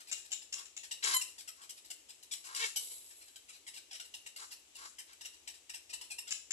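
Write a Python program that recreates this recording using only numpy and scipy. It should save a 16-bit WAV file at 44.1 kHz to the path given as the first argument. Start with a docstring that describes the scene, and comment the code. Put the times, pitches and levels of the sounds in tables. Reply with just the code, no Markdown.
"""Among trees, near an egret nest, on a stereo microphone over a faint outdoor hush.
Two chicks beg, one in quick, falling 'kek' calls, one in sharp, stuttering chips: puffs of air from
the syrinx, coloured by throat and mouth. Hoarse squawks break in; the loudest ends in a clear squeal,
the next loudest in a thin rustle. The foliage scatters every call on its way to the microphone,
whose two ports colour the treble differently."""
import sys
import numpy as np
from scipy import signal
from scipy.fft import rfft, irfft, next_fast_len
from scipy.io import wavfile
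from scipy.ndimage import map_coordinates

SR = 44100
rng = np.random.default_rng(int(sys.argv[2]) if len(sys.argv) > 2 else 0)


def unload_audio(sound):
    """Save the sound as a 16-bit wav file, at the path given as the first command line argument."""
    columns = np.transpose(np.atleast_2d(sound))
    # keep every value between -1 and 1, then stretch to whole-number steps
    steps = np.round(np.clip(columns, -1, 1) * 32767)
    wavfile.write(sys.argv[1], SR, steps.astype(np.int16))


N = 287532

# spectrum of the outdoor hush: frequency_hz, gain_db
HUSH_COLOUR = [(20, -26), (40, -13), (65, -3.5), (100, -11), (160, -19), (310, -5), (800, -12.5),
               (1560, -16.5), (2860, -6.5), (4480, -11.5), (7820, -5.5), (9410, -17), (11000, -15),
               (14000, -29)]
# decay among the trees: frequency_hz, t60_s
TREE_DECAY = [(300, 0.33), (2500, 0.35), (7500, 0.41), (13000, 0.38)]
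# leaves throw back short waves best: frequency_hz, gain_db
LEAF_SCATTER = [(300, -17), (1200, 2.5), (1750, 0.5), (2250, -1), (2850, 5.5), (3400, 0), (3900, 8),
                (4550, 0.5), (5600, 2), (7600, 2), (13000, 9)]
# port balance for the chips, and for all else: frequency_hz, left_minus_right_db
CHIP_BALANCE = [(1000, 0.5), (2000, -1), (3000, 1), (4400, 10.5), (5300, -8), (6200, 26), (7100, 13),
                (8000, 28), (9300, -9), (10700, -12), (12500, -38), (14000, 22)]
NEST_BALANCE = [(1000, 1), (2000, -0.5), (3000, 2), (4400, 1.5), (5300, 6), (6200, 11), (7100, 20),
                (8000, 13), (9300, 2.5), (10700, -18.5), (12500, -12), (14000, 3)]
# rustles in the nest: start_s, length_s, level_db, release_s
RUSTLE_STROKES = [(2.767, 0.094, -51, 0.2), (2.909, 0.013, -49, 0.016)]
# spectrum of a rustle: frequency_hz, gain_db
RUSTLE_SPECTRUM = [(200, -36), (400, -9), (900, -14.5), (1500, -20), (3000, -8), (4600, -5.5), (6500, -6.5),
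                   (7800, 8.5), (9300, -10.5), (11000, 2), (12300, -9.5), (13500, -24)]
# throat colour of each kind of call: frequency_hz, gain_db
SQUAWK_COLOUR = [(170, -54), (360, -13), (650, -12), (1100, 4), (1500, -1.5), (2200, -6), (2700, -5.5),
                 (3800, -7), (4700, -5), (6200, -7), (7500, 4), (9300, -10.5), (11000, -4), (13000, -32)]
CHIP_COLOUR = [(400, -35.5), (1200, -21), (2200, -9.5), (2750, -7.5), (3400, -6.5), (4500, -15),
               (5300, -9.5), (6400, -10), (7150, 1.5), (7900, -10.5), (9400, -30), (10800, -22.5),
               (12000, -33), (13500, -50)]
KEK_COLOUR = [(250, -31), (600, -16), (1400, -12.5), (1900, -4.5), (2300, -7), (2850, -7), (4000, -7.5),
              (4650, -7.5), (5500, -4.5), (6500, -10.5), (7900, 2), (9300, -17), (10800, -7.5),
              (13000, -26)]
# squawks, most swelling to their end: start_s, length_s, swell_db, throat_db, voice_db, hiss_db
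SQUAWK_CALLS = [(0.523, 0.099, -1, -63, -66, -60.5), (1.023, 0.115, 0, -46, -42, -38.5),
                (1.556, 0.09, 2.5, -65.5, -73, -67), (2.43, 0.13, 8.5, -55, -58.5, -56),
                (2.556, 0.1, 8, -53.5, -43.5, -40), (4.374, 0.059, 4, -54, -57, -53),
                (4.765, 0.1, 4.5, -56.5, -60, -53), (5.071, 0.041, 6, -66, -63, -67)]
# croaks in the two loud squawks, and the squeal: start_s, length_s, level_db, pitch_hz, sag_hz_per_s
CROAK_CALLS = [(1.03, 0.025, -45, 510, 3480), (1.075, 0.055, -54, 372, 200), (2.575, 0.085, -43.5, 462, 60)]
SQUEAL_CALLS = [(1.134, 0.038, -31.5, 1040, 600)]
# their harmonics: multiple, relative_db
CROAK_HARMONICS = [(1, -7), (2, -7), (3, -14), (4, 6), (5, 6), (6, 4), (7, 2), (8, 2.5)]
SQUEAL_HARMONICS = [(1, -9.5), (2, -8), (3, -6), (4, -9.5), (5, -19), (6, -36), (7, -1), (8, -4), (9, -18),
                    (10, -13), (11, -9), (12, -20.5)]
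# begging calls of the two chicks; the chip at 1.039 s is a sharp click within the loud squawk: start_s,
# length_s, relative_db, mouth_hz
CHIP_CALLS = [(0.114, 0.02, -45, 2830), (0.318, 0.019, -45, 2928), (0.525, 0.019, -47, 2736),
              (0.655, 0.014, -61, 2670), (0.766, 0.013, -50.5, 2694), (1.039, 0.0113, -41.5, 3270),
              (6.307, 0.019, -44, 2772), (6.507, 0.014, -44.5, 2636)]
KEK_CALLS = [(0.0, 0.02, -57, 2700), (0.07, 0.035, -55.5, 2660), (0.166, 0.027, -56, 2690),
             (0.248, 0.015, -59, 2670), (0.418, 0.012, -57, 2760), (0.58, 0.017, -52, 2733),
             (0.83, 0.028, -53, 2610), (0.91, 0.017, -42, 2830), (1.21, 0.0164, -41, 2770),
             (1.378, 0.032, -55, 2613), (1.475, 0.017, -50.5, 2772), (1.612, 0.026, -60, 3195),
             (1.692, 0.016, -51.5, 3026), (1.846, 0.016, -61, 2810), (1.901, 0.016, -49, 2905),
             (2.086, 0.023, -57.5, 2914), (2.226, 0.011, -59.5, 2934), (2.31, 0.029, -46, 3355),
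             (2.438, 0.037, -57, 2656), (2.546, 0.023, -45.5, 2860), (2.758, 0.018, -40, 3027),
             (3.21, 0.021, -59, 2675), (3.358, 0.0083, -52.5, 3225), (3.484, 0.023, -55, 2580),
             (3.528, 0.036, -60, 2580), (3.665, 0.025, -50.5, 3060), (3.733, 0.05, -53.5, 2854),
             (3.906, 0.054, -51, 2870), (3.998, 0.015, -46.5, 2886), (4.139, 0.013, -45.5, 2863),
             (4.263, 0.01, -48, 2802), (4.36, 0.014, -50, 2798), (4.512, 0.023, -52.5, 2870),
             (4.748, 0.021, -55.5, 2856), (4.983, 0.022, -50.5, 3047), (5.128, 0.007, -58.5, 2380),
             (5.209, 0.011, -50.5, 2843), (5.336, 0.012, -60, 2980), (5.248, 0.018, -48, 2840),
             (5.474, 0.016, -47, 2893), (5.693, 0.013, -47.5, 2760), (5.736, 0.026, -49, 2690),
             (5.893, 0.02, -53.5, 2580), (5.929, 0.016, -44, 2770), (6.01, 0.018, -50, 2856),
             (6.102, 0.021, -45.5, 2580), (6.182, 0.012, -43.5, 2740), (6.27, 0.022, -50.5, 2840)]
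# the keks' treble over their voice band: time_s, treble_db
KEK_BRIGHTNESS = [(0.9, 1.5), (1.5, 5.5), (2.76, 6.5), (3.25, 2.5), (4.2, -1), (4.4, 3), (5.7, 1.5),
                  (6.2, 2)]

THROAT_EDGE_HZ, VOICE_EDGE_HZ = 1690, 4770  # tops of the throat and voice bands


def amp(db):
    """Decibels to gain."""
    return 10 ** (np.asarray(db) / 20)


def unit(x):
    """Scale to rms 1."""
    return x / np.sqrt(np.mean(x ** 2) + 1e-20)


def along(points, hz):
    """Interpolate (frequency_hz, value) points on a log axis."""
    frequencies, values = np.transpose(points)
    return np.interp(np.log(hz + 1), np.log(frequencies + 1), values)


def wobble(rate, size):
    """A smooth random curve, rate knots a second."""
    knots = rng.standard_normal(int(size * rate / SR) + 4)
    return map_coordinates(knots, [np.arange(size) * rate / SR])


def filtered(x, response):
    """Multiply the spectrum of x by response(hz)."""
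    size = x.shape[-1]
    padded = next_fast_len(size + 2048)
    return irfft(rfft(x, padded) * response(np.fft.rfftfreq(padded, 1 / SR)), padded)[..., :size]


def below(hz, edge_hz):
    """Share of the power that a steep crossover sends to its low side."""
    return 1 / (1 + (hz / edge_hz) ** 16)


def envelope(t, length, attack, release):
    """Rises over attack, holds until length, then dies by 1/e every release seconds."""
    return np.clip(t / attack, 0, 1) * np.exp(-np.maximum(t - length, 0) / release)


def hush(level_db, side_db, drift_db):
    """Faint outdoor air: nearly mono in the bass, wide in the treble."""
    mid, side = filtered(rng.standard_normal((2, N)), lambda hz: amp(along(HUSH_COLOUR, hz)))
    side = filtered(side, lambda hz: amp(side_db * below(hz, 530)))
    return amp(level_db + drift_db * wobble(6, N)) * unit(np.array([mid + side, mid - side]))


def foliage(x, near_db, near_t60_s, far_db):
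    """Nearby twigs and leaves scatter a short, spiky answer; the trees farther off add a longer one."""
    hz, t, spectra = signal.stft(rng.standard_normal((2, SR // 2)), SR, nperseg=256)
    far = signal.istft(spectra * amp(-60 * t / along(TREE_DECAY, hz)[:, None]), SR, nperseg=256)[1]
    t = np.arange(far.shape[1]) / SR
    far *= np.minimum(t / 0.027, 1)
    near = rng.standard_normal(far.shape) ** 3 * amp(-60 * t / near_t60_s) * np.minimum(t / 0.00064, 1)
    norm = lambda h: h / np.linalg.norm(h, axis=1, keepdims=True)
    echoes = amp(near_db) * norm(near) + amp(far_db) * norm(far)
    thrown = filtered(x, lambda hz: amp(along(LEAF_SCATTER, hz)))
    return signal.fftconvolve(thrown[None], echoes, axes=1)[:, :N]


def direct(x, lead_ms):
    """The straight path from the nest reaches the left port lead_ms before the right."""
    advance_s = np.array([[0.5], [-0.5]]) * lead_ms / 1000
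    return filtered(x, lambda hz: np.exp(2j * np.pi * hz * advance_s))


def ports(pair, balance):
    """Each microphone port has its own treble resonance; their summed power stays the same."""
    def gains(hz):
        ratio = amp(along(balance, hz))
        return np.array([ratio, np.ones_like(hz)]) * np.sqrt(2 / (1 + ratio ** 2))
    return filtered(pair, gains)


def rustle(grain_db, uneven_db):
    """Fine, crackly hiss, as of feathers brushing dry twigs."""
    t = np.arange(N) / SR
    strokes = sum(amp(db) * envelope(t - start, length, attack=0.014, release=release)
                  for start, length, db, release in RUSTLE_STROKES)
    grains = rng.standard_normal(N) * amp(grain_db * wobble(400, N))
    crackle = unit(filtered(grains, lambda hz: amp(along(RUSTLE_SPECTRUM, hz))))
    return strokes * amp(uneven_db * wobble(24.54, N)) * crackle


def syrinx(pitch_hz, jitter, noise_share):
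    """One puff per cycle of an unsteady membrane, mixed with air noise gated by the same cycle."""
    size = len(pitch_hz)
    phase = 2 * np.pi * np.cumsum(pitch_hz * np.exp(jitter * wobble(600, size))) / SR
    puffs = unit(sum(np.cos(k * phase) for k in range(1, 20)))
    breath = unit(rng.standard_normal(size) * (1 + 0.65 * np.cos(phase)))
    return np.sqrt(1 - noise_share) * puffs + np.sqrt(noise_share) * breath


def squawks():
    """The syrinx flaps chaotically; the throat band opens last and shuts first, the hiss lingers."""
    pitch_hz = 380 * np.exp(0.1 * wobble(25, N))
    rasp = syrinx(pitch_hz, jitter=0.16, noise_share=0.4) * amp(1.8 * wobble(220, N))
    part = lambda share: unit(
        filtered(rasp, lambda hz: amp(along(SQUAWK_COLOUR, hz)) * np.sqrt(share(hz))))
    throat = part(lambda hz: below(hz, THROAT_EDGE_HZ))
    voice = part(lambda hz: below(hz, VOICE_EDGE_HZ) * (1 - below(hz, THROAT_EDGE_HZ)))
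    hiss = part(lambda hz: 1 - below(hz, VOICE_EDGE_HZ))
    out, t = np.zeros(N), np.arange(SR // 2) / SR
    for start, length, swell_db, throat_db, voice_db, hiss_db in SQUAWK_CALLS:
        span = round(start * SR) + np.arange(len(t))
        effort = amp(swell_db * np.minimum(t / length - 1, 0))
        out[span] += effort * (amp(throat_db) * envelope(t, length, 0.051, 0.015) * throat[span]
                               + amp(voice_db) * envelope(t, length, 0.0056, 0.016) * voice[span]
                               + amp(hiss_db) * envelope(t, length, 0.018, 0.037) * hiss[span])
    return out


def pitched_cries(table, harmonics, jitter, flutter_db, attack_share, release_s, droop):
    """The membrane locks into a nearly regular swing; its pitch sags, and droops when effort is low."""
    out, t = np.zeros(N), np.arange(SR // 6) / SR
    for start, length, db, pitch_hz, sag in table:
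        effort = envelope(t, length, attack_share * length, release_s)
        pitch = (pitch_hz - sag * np.minimum(t, length)) * (1 - droop * (1 - effort))
        phase = 2 * np.pi * np.cumsum(pitch * (1 + jitter * wobble(500, len(t)))) / SR
        tone = unit(sum(amp(level) * np.sin(k * phase) for k, level in harmonics))
        out[round(start * SR):][:len(t)] += amp(db + flutter_db * wobble(196, len(t))) * effort * tone
    return out


def begging(table, treble_db, throat, fall_per_s, jitter, noise_share, stutter_db, stutter_per_s,
            attack_share, release_s, mouth_db, mouth_width_hz, overtone_db, beak_db,
            hum_db, hum_release_s):
    """Short syrinx bursts; as the pitch sags, harmonic 3 or 4 sweeps through the mouth resonance."""
    out, t = np.zeros(N + SR), np.arange(SR // 6) / SR
    for start, length, voice_db, mouth_hz in table:
        harmonic = rng.choice([3, 3, 4])
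        pitch_hz = mouth_hz / harmonic * np.exp(-fall_per_s * (t - length / 2))
        source = syrinx(pitch_hz, jitter, noise_share)
        source *= amp(stutter_db * np.tanh(wobble(stutter_per_s, len(t))))
        # the louder the call, the more its mouth resonance stands out
        effort = np.clip((voice_db + 61.5) / 13, 0.5, 1.5)
        peak = lambda hz: effort / (1 + ((hz - mouth_hz) / mouth_width_hz) ** 2)
        mouth = lambda hz: mouth_db * peak(hz) + overtone_db * peak(hz / 2)
        # the beak is held a little differently for every call
        bumps = rng.standard_normal(64)
        beak = lambda hz: beak_db * np.interp(hz, np.linspace(0, SR / 2, len(bumps)), bumps)
        colour = lambda hz: amp(along(throat, hz) + mouth(hz) + beak(hz))
        voice = filtered(source, lambda hz: colour(hz) * np.sqrt(below(hz, VOICE_EDGE_HZ)))
        treble = filtered(source, lambda hz: colour(hz) * np.sqrt(1 - below(hz, VOICE_EDGE_HZ)))
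        # the treble opens a little after the voice; the soft fundamental slides on after both
        attack_s, held = attack_share * length, t < length
        voice *= envelope(t, length, attack_s, release_s) / np.std(voice[held])
        treble *= envelope(t, length, 2.3 * attack_s, release_s) / np.std(treble[held])
        hum = np.sin(2 * np.pi * np.cumsum(pitch_hz) / SR) * envelope(t, length, attack_s, hum_release_s)
        call = voice + amp(treble_db(start)) * treble + amp(hum_db) * hum
        out[round(start * SR):][:len(t)] += amp(voice_db) * call
    return out[:N]


def chipping_chick():
    """Sharp, stuttering chips: mostly breath, through a narrow mouth resonance."""
    return begging(CHIP_CALLS, treble_db=lambda start: 8, throat=CHIP_COLOUR,
                   fall_per_s=8, jitter=0.0963, noise_share=0.71, stutter_db=4.5, stutter_per_s=388,
                   attack_share=0.013, release_s=0.0012, mouth_db=7.5, mouth_width_hz=56,
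                   overtone_db=1, beak_db=2.5, hum_db=-27, hum_release_s=0.048)


def kekking_chick(soft_per_s):
    """Quick, falling keks, mostly tone, with faint ones strewn at random among them."""
    kek = dict(throat=KEK_COLOUR, fall_per_s=9, jitter=0.0331, noise_share=0.25,
               stutter_db=3.5, stutter_per_s=244, attack_share=0.093, release_s=0.0028,
               mouth_db=9.5, mouth_width_hz=240, overtone_db=2.5, beak_db=3.5,
               hum_db=-26.5, hum_release_s=0.055)
    loud = begging(KEK_CALLS, lambda start: np.interp(start, *np.transpose(KEK_BRIGHTNESS)), **kek)
    count = int(soft_per_s * N / SR)
    starts = (np.arange(count) + rng.random(count)) / soft_per_s
    soft_calls = [(start, 0.018, -61 - rng.normal(), rng.normal(2854, 250)) for start in starts]
    return loud + begging(soft_calls, treble_db=lambda start: 4, **kek)


def scene():
    """Two begging chicks, the squawks and a rustle reach the microphone from the same thicket."""
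    keks = amp(-2.5) * kekking_chick(soft_per_s=4)
    chips = amp(0.5) * chipping_chick()
    squeal = pitched_cries(SQUEAL_CALLS, SQUEAL_HARMONICS, jitter=0.008, flutter_db=2,
                           attack_share=0.28, release_s=0.0065, droop=0.02)
    croaks = pitched_cries(CROAK_CALLS, CROAK_HARMONICS, jitter=0.018, flutter_db=5,
                           attack_share=0.55, release_s=0.015, droop=0.12)
    cries = squawks() + squeal + croaks + rustle(grain_db=3, uneven_db=-1.2)
    nest = direct(keks + cries, lead_ms=0.317)
    nest += foliage(keks, near_db=-3, near_t60_s=0.11, far_db=-8)
    nest += foliage(cries, near_db=-3, near_t60_s=0.054, far_db=-11)
    chip_pair = direct(chips, lead_ms=-0.14) + foliage(chips, near_db=-7, near_t60_s=0.13, far_db=-7.5)
    air = hush(level_db=-64, side_db=-9, drift_db=0.5)
    return ports(nest + air, NEST_BALANCE) + ports(chip_pair, CHIP_BALANCE)


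def record(dry, top_hz=14300):
    """The camera keeps nothing above its band limit."""
    return filtered(dry, lambda hz: hz < top_hz)


dry = scene()
out = record(dry)
unload_audio(out)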